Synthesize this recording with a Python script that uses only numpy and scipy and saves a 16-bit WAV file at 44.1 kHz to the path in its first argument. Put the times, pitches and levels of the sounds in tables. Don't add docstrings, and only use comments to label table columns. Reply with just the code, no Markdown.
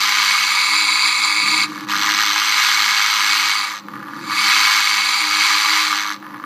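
import sys
import numpy as np
from scipy import signal
from scipy.fft import rfft, irfft
from scipy.io import wavfile
from scipy.ndimage import uniform_filter1d, minimum_filter1d, map_coordinates

SR = 44100
rng = np.random.default_rng(int(sys.argv[2]) if len(sys.argv) > 2 else 0)


def file_out(sig):
    cols = np.atleast_2d(sig).T
    lim = np.clip(cols, -1, 1)
    pcm = np.round(lim * 32767).astype(np.int16)
    wavfile.write(sys.argv[1], SR, pcm)


def how_loud(loudness_db):
    steps = np.asarray(loudness_db, float) / 20
    return 10 ** steps


N = 284445

# f/Hz, width/Hz, level/dB
SHUT_MODES = [(960, 75, -6), (1170, 155, 5.5), (1442, 250, -2), (1760, 180, 0), (2320, 400, -29),
              (3580, 590, -25), (5350, 300, -27), (7340, 500, -53), (8800, 400, -51), (10770, 700, -27),
              (11200, 600, -28), (12700, 300, -23), (14500, 900, -36)]
CALM_DB = -62.5


def unit(x):
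    return x / np.sqrt(np.mean(x ** 2) + 1e-20)


def along(points, hz):
    f, v = np.transpose(points)
    return np.interp(np.log(hz + 1), np.log(f + 1), v)


def curves(rows):
    s, *cols = np.transpose(rows)
    return [np.interp(np.arange(N) / SR, s, c) for c in cols]


def wobble(rate):
    knots = rng.standard_normal(int(N * rate / SR) + 4)
    return map_coordinates(knots, [np.arange(N) * rate / SR])


def bouts(rows, sag, rest_db):
    t = np.arange(N) / SR
    power = how_loud(2 * rest_db)
    for start, rise, end, fall, db in rows:
        ramp = np.clip((t - start) / rise, 0, 1) * np.clip((end - t) / fall, 0, 1)
        held = how_loud(db - sag * np.clip(t - start - rise, 0, None))
        power = power + (ramp ** 1.4 * held) ** 2
    return 10 * np.log10(power)


def coloured(x, gain):
    m = 2 ** 14
    cepstrum = irfft(np.log(gain(np.fft.rfftfreq(m, 1 / SR)) + 1e-6), m)
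    cepstrum[1:m // 2] *= 2
    cepstrum[m // 2 + 1:] = 0
    response = irfft(np.exp(rfft(cepstrum)), m)[:m // 2]
    return signal.oaconvolve(x, response)[:N]


def background(heave_db):
    # f/Hz, level/dB per Hz
    rumble_colour = [(24, -64), (40, -39), (80, -28), (123, -2.5), (204, -1.5), (259, -2.5), (310, 9.5),
                     (404, -21), (519, -8), (700, -37), (910, -62), (1540, -120)]
    # f/Hz, level/dB per Hz
    hiss_colour = [(330, -22), (400, -11.5), (460, -23.5), (530, -4.5), (600, -17.5), (720, -14.5),
                   (830, -6), (1200, -5.5), (9500, -60), (15500, -26)]
    rumble = unit(coloured(rng.standard_normal(N), lambda hz: how_loud(along(rumble_colour, hz))))
    hiss = unit(coloured(rng.standard_normal(N), lambda hz: how_loud(along(hiss_colour, hz))))
    return how_loud(heave_db + 9.0 + 1.7 * wobble(9.37)) * rumble + how_loud(-42.5) * hiss


def box(x):
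    # f/Hz, t60/s
    decay = [(500, 0.13), (3000, 0.079), (12000, 0.023)]
    hz, t, z = signal.stft(rng.standard_normal(SR // 8), SR, nperseg=128)
    dying = z * how_loud(-60 * t / along(decay, hz)[:, None])
    tail = rfft(signal.istft(dying, SR, nperseg=128)[1])
    power = np.abs(tail) ** 2
    evened = np.sqrt(uniform_filter1d(power, size=120) / uniform_filter1d(power, size=12))
    tail = irfft(tail * evened)
    return signal.fftconvolve(x, tail / np.linalg.norm(tail))[:N]


def throat(x, modes, gaps):
    # f/Hz, width/Hz, lift/dB
    box_modes = [(822, 55, 6), (895, 60, -6), (1024, 50, 4), (1095, 40, -5), (1240, 45, 2.5), (1690, 50, 3),
                 (1800, 50, -7), (1942, 40, 4), (2200, 200, 4.5), (2245, 50, 1.5), (2531, 55, 4),
                 (3106, 50, 3), (3400, 45, -4), (3449, 50, 3), (3700, 200, -2), (4074, 60, 2),
                 (4600, 350, 2.5), (4737, 40, 4), (7216, 60, 4)]
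    # f/Hz, level/dB
    low_cut = [(100, -22), (600, -41), (720, -14), (800, -3.5), (920, -2.5)]

    def gain(hz):
        power = sum(how_loud(2 * db) / (1 + (2 * (hz - c) / max(w, 110)) ** 2) ** 1.5 for c, w, db in modes)
        carved_db = sum(db * np.exp(-(2 * (hz - c) / w) ** 2) for c, w, db in gaps)
        lift_db = sum(db / (1 + (2 * (hz - c) / w) ** 2) for c, w, db in box_modes)
        return np.sqrt(power) * how_loud(along(low_cut, hz) + carved_db + lift_db)
    return unit(coloured(x, gain))


def rasp(cycles, jitter, scatter_db, odd_db, rise_s, burst_s, click, breath):
    at = np.flatnonzero(np.diff(np.floor(cycles)))
    chance = rng.standard_normal((len(at), 2))
    every_other_db = (odd_db * np.ones(N))[at] * (np.arange(len(at)) % 2)
    size = how_loud(scatter_db * chance[:, 0] + every_other_db)
    shifted = np.clip(at + (jitter * SR * chance[:, 1]).astype(int), 0, N - 1)
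    slaps = np.bincount(shifted, size, N)
    t = np.arange(SR // 40) / SR
    puff = (1 - np.exp(-t / rise_s)) * np.exp(-t / burst_s)
    gate = unit(signal.oaconvolve(slaps, puff)[:N])
    return click * unit(slaps) + (gate + breath) * rng.standard_normal(N)


def clicks():
    # t/s, peak level/dB
    slaps = [(1.8707, -19), (3.8848, -15.5), (3.92, -29), (3.9382, -18), (3.9573, -19), (3.978, -24),
             (3.9983, -25), (4.028, -18), (4.0553, -27), (4.0841, -18), (4.1083, -24), (4.1354, -17.5),
             (6.2267, -20), (6.2454, -25), (6.266, -17.5), (6.3063, -23), (6.344, -18), (6.361, -24),
             (6.4015, -33), (6.4396, -15.5)]
    blows = np.zeros(N)
    for s, db in slaps:
        blows[round(s * SR)] = how_loud(db)
    ring = throat(blows, SHUT_MODES + [(2900, 760, -16.5)], [])
    return how_loud(-2.5) * ring * blows.max() / np.abs(ring).max()


def fast_bird():
    # f/Hz, width/Hz, level/dB
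    modes = [(770, 87, -38), (1000, 81, -8.5), (1200, 208, -4.5), (1580, 970, -14.5), (2246, 255, -3.5),
             (2520, 440, -8), (3370, 260, -12), (3700, 360, -13), (4010, 280, -4.5), (4557, 334, -4.5),
             (4940, 190, -11), (6500, 2120, -19.5), (7177, 100, -10), (7660, 67, -20), (8280, 67, -35),
             (8970, 144, -14.5), (9550, 205, -19), (10330, 280, -25), (11200, 360, -35), (12000, 360, -30),
             (13000, 500, -34), (14100, 400, -31), (15100, 400, -39)]
    # f/Hz, width/Hz, depth/dB
    gaps = [(2950, 200, -7), (5490, 260, -22), (6900, 150, -6), (8150, 250, -16), (14500, 500, -8)]
    # start/s, rise/s, end/s, fall/s, level/dB
    rasping = [
        (-1.0, 1.78, 1.672, .03, -16),
        (1.6, .05, 1.87, .03, -41),
        (2.1, .5, 3.77, .14, -21.8),
        (4.05, .2, 4.3, .03, -39),
        (4.22, .2, 6.06, .2, -17.8),
    ]
    rate_hz = 207 * (1 + .025 * wobble(4) + .012 * wobble(40))
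    source = rasp(np.cumsum(rate_hz) / SR, jitter=.00025, scatter_db=1.4, odd_db=-2,
                  rise_s=.0003, burst_s=.0012, click=.45, breath=.65)
    level_db = bouts(rasping, sag=1.6, rest_db=-55)
    return how_loud(level_db + 0.89 * wobble(12)) * throat(source, modes, gaps)


def slow_bird(heave_db):
    # t/s, third multiple of the pulse rate f/Hz, its level/dB
    chest = [(0.0, 308.0, -51), (0.54, 300.6, -57), (0.79, 310.8, -44.5), (1.17, 305.4, -50.5),
             (1.71, 306.9, -36), (1.83, 299.8, -41), (1.92, 310.7, -37), (2.89, 311.6, -54),
             (3.66, 311.8, -48), (3.79, 301.9, -55), (3.97, 303.6, -34.5), (4.09, 322.1, -55),
             (4.26, 314.0, -41), (4.85, 310.8, -52), (5.35, 309.4, -37.5), (5.53, 311.2, -49),
             (5.71, 312.3, -40.5), (6.45, 302.4, -41.5)]
    # t/s, breath share, second slap level/dB
    grain = [(0, .55, -8), (1.6, .27, -13), (2.25, .3, -11), (2.5, .55, -8), (3.5, .55, -8),
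             (3.7, .28, -12), (4.4, .5, -9), (5.8, .55, -8), (5.95, .28, -12), (6.45, .2, -13)]
    # f/Hz, width/Hz, level/dB
    open_modes = [(770, 120, -33.5), (990, 47, -7), (1225, 295, 4), (1583, 510, 2), (1875, 190, 1.5),
                  (2154, 330, -0.5), (2490, 300, -4), (2832, 160, 1), (3160, 210, 0.5), (3430, 69, 0),
                  (4020, 1130, 0), (4670, 430, -16.5), (5300, 760, -7), (6070, 600, -3), (6750, 200, -13.5),
                  (7570, 170, -8.5), (8050, 110, -16), (8500, 220, -14.5), (8870, 230, -20),
                  (11450, 290, -15), (12750, 220, -10), (14270, 580, -17.5)]
    # f/Hz, width/Hz, depth/dB
    gaps = [(6950, 220, -14), (8600, 180, -8), (10200, 500, -12), (12100, 200, -8), (13600, 350, -14)]
    # start/s, rise/s, end/s, fall/s, level/dB
    growls = [
        (-.2, .2, 1.15, .85, -17.6),
        (1.45, .1, 1.66, .04, -27),
        (1.64, .04, 1.865, .015, -37),
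        (1.865, .04, 2.3, .25, -19),
        (1.9, .2, 3.8, .33, -16.3),
        (3.6, .1, 3.82, .04, -29),
        (4.0, .2, 4.3, .05, -43),
        (4.24, .26, 5.55, .85, -15.3),
        (4.95, .5, 6.13, .15, -18.3),
        (5.9, .1, 6.185, .07, -25),
    ]
    # start/s, rise/s, end/s, fall/s, level/dB
    grumbles = [
        (-.1, .1, 1.2, .3, -36),
        (1.6, .04, 1.868, .02, -32.5),
        (1.87, .03, 2.2, .15, -24),
        (2.5, 1.0, 3.8, .08, -27),
        (3.84, .12, 4.3, .1, -35.5),
        (4.2, .1, 4.62, .2, -25.5),
        (5.0, .6, 6.19, .08, -27),
        (6.2, .04, 6.6, .1, -38),
    ]
    third_hz, third_db = curves(chest)
    breath, second_slap_db = curves(grain)
    cycles = np.cumsum(third_hz / 3 * (1 + .012 * wobble(30))) / SR

    source = rasp(2 * cycles, jitter=.0004, scatter_db=1.5, odd_db=second_slap_db,
                  rise_s=.0003, burst_s=.002, click=.5, breath=breath)
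    open_db = bouts(growls, sag=1.7, rest_db=-50)
    beak = how_loud(open_db + 0.58 * wobble(9)) * throat(source, open_modes, gaps)

    grumble = rasp(2 * cycles, jitter=.0006, scatter_db=2.4, odd_db=-7,
                   rise_s=.0002, burst_s=.0013, click=.8, breath=.12)
    shut_db = bouts(grumbles, sag=0, rest_db=-50)
    shut = how_loud(shut_db + 1.5 * wobble(25)) * throat(grumble, SHUT_MODES, [])

    second_db = CALM_DB + 6.5 + 0.5 * (heave_db - CALM_DB)
    third = how_loud(third_db + 3.0 + 3.4 * wobble(18)) * np.sin(2 * np.pi * 3 * cycles)
    second = how_loud(second_db + 5.5 + 2.6 * wobble(21.6)) * np.sin(2 * np.pi * 2 * cycles)
    return beak + shut, third + second


def scene():
    # start/s, rise/s, end/s, fall/s, level/dB
    heaves = [
        (1.22, .3, 2.36, .35, -47.5),
        (3.76, .13, 4.7, .45, -46.5),
        (5.95, .4, 6.8, .1, -48),
    ]
    heave_db = bouts(heaves, sag=0, rest_db=CALM_DB)
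    slow, hum = slow_bird(heave_db)
    voices = fast_bird() + slow + clicks()
    return (voices + how_loud(-15) * box(voices) + hum + background(heave_db))[None]


def top_cut(x):
    return signal.sosfilt(signal.butter(12, 15710, fs=SR, output="sos"), x)


def record(dry):
    # f/Hz, level/dB
    mic_band = [(30, -26), (60, -13), (95, -10), (120, -1.5), (15240, 0.5), (15330, -28), (15900, -36)]
    needed = np.minimum(1, .74 / (np.abs(dry[0]) + 1e-9))
    gain = uniform_filter1d(minimum_filter1d(needed, size=90), size=90)
    heard = coloured(dry[0] * gain, lambda hz: how_loud(along(mic_band, hz)))
    return top_cut(heard[None])


dry = scene()
out = record(dry)
file_out(out)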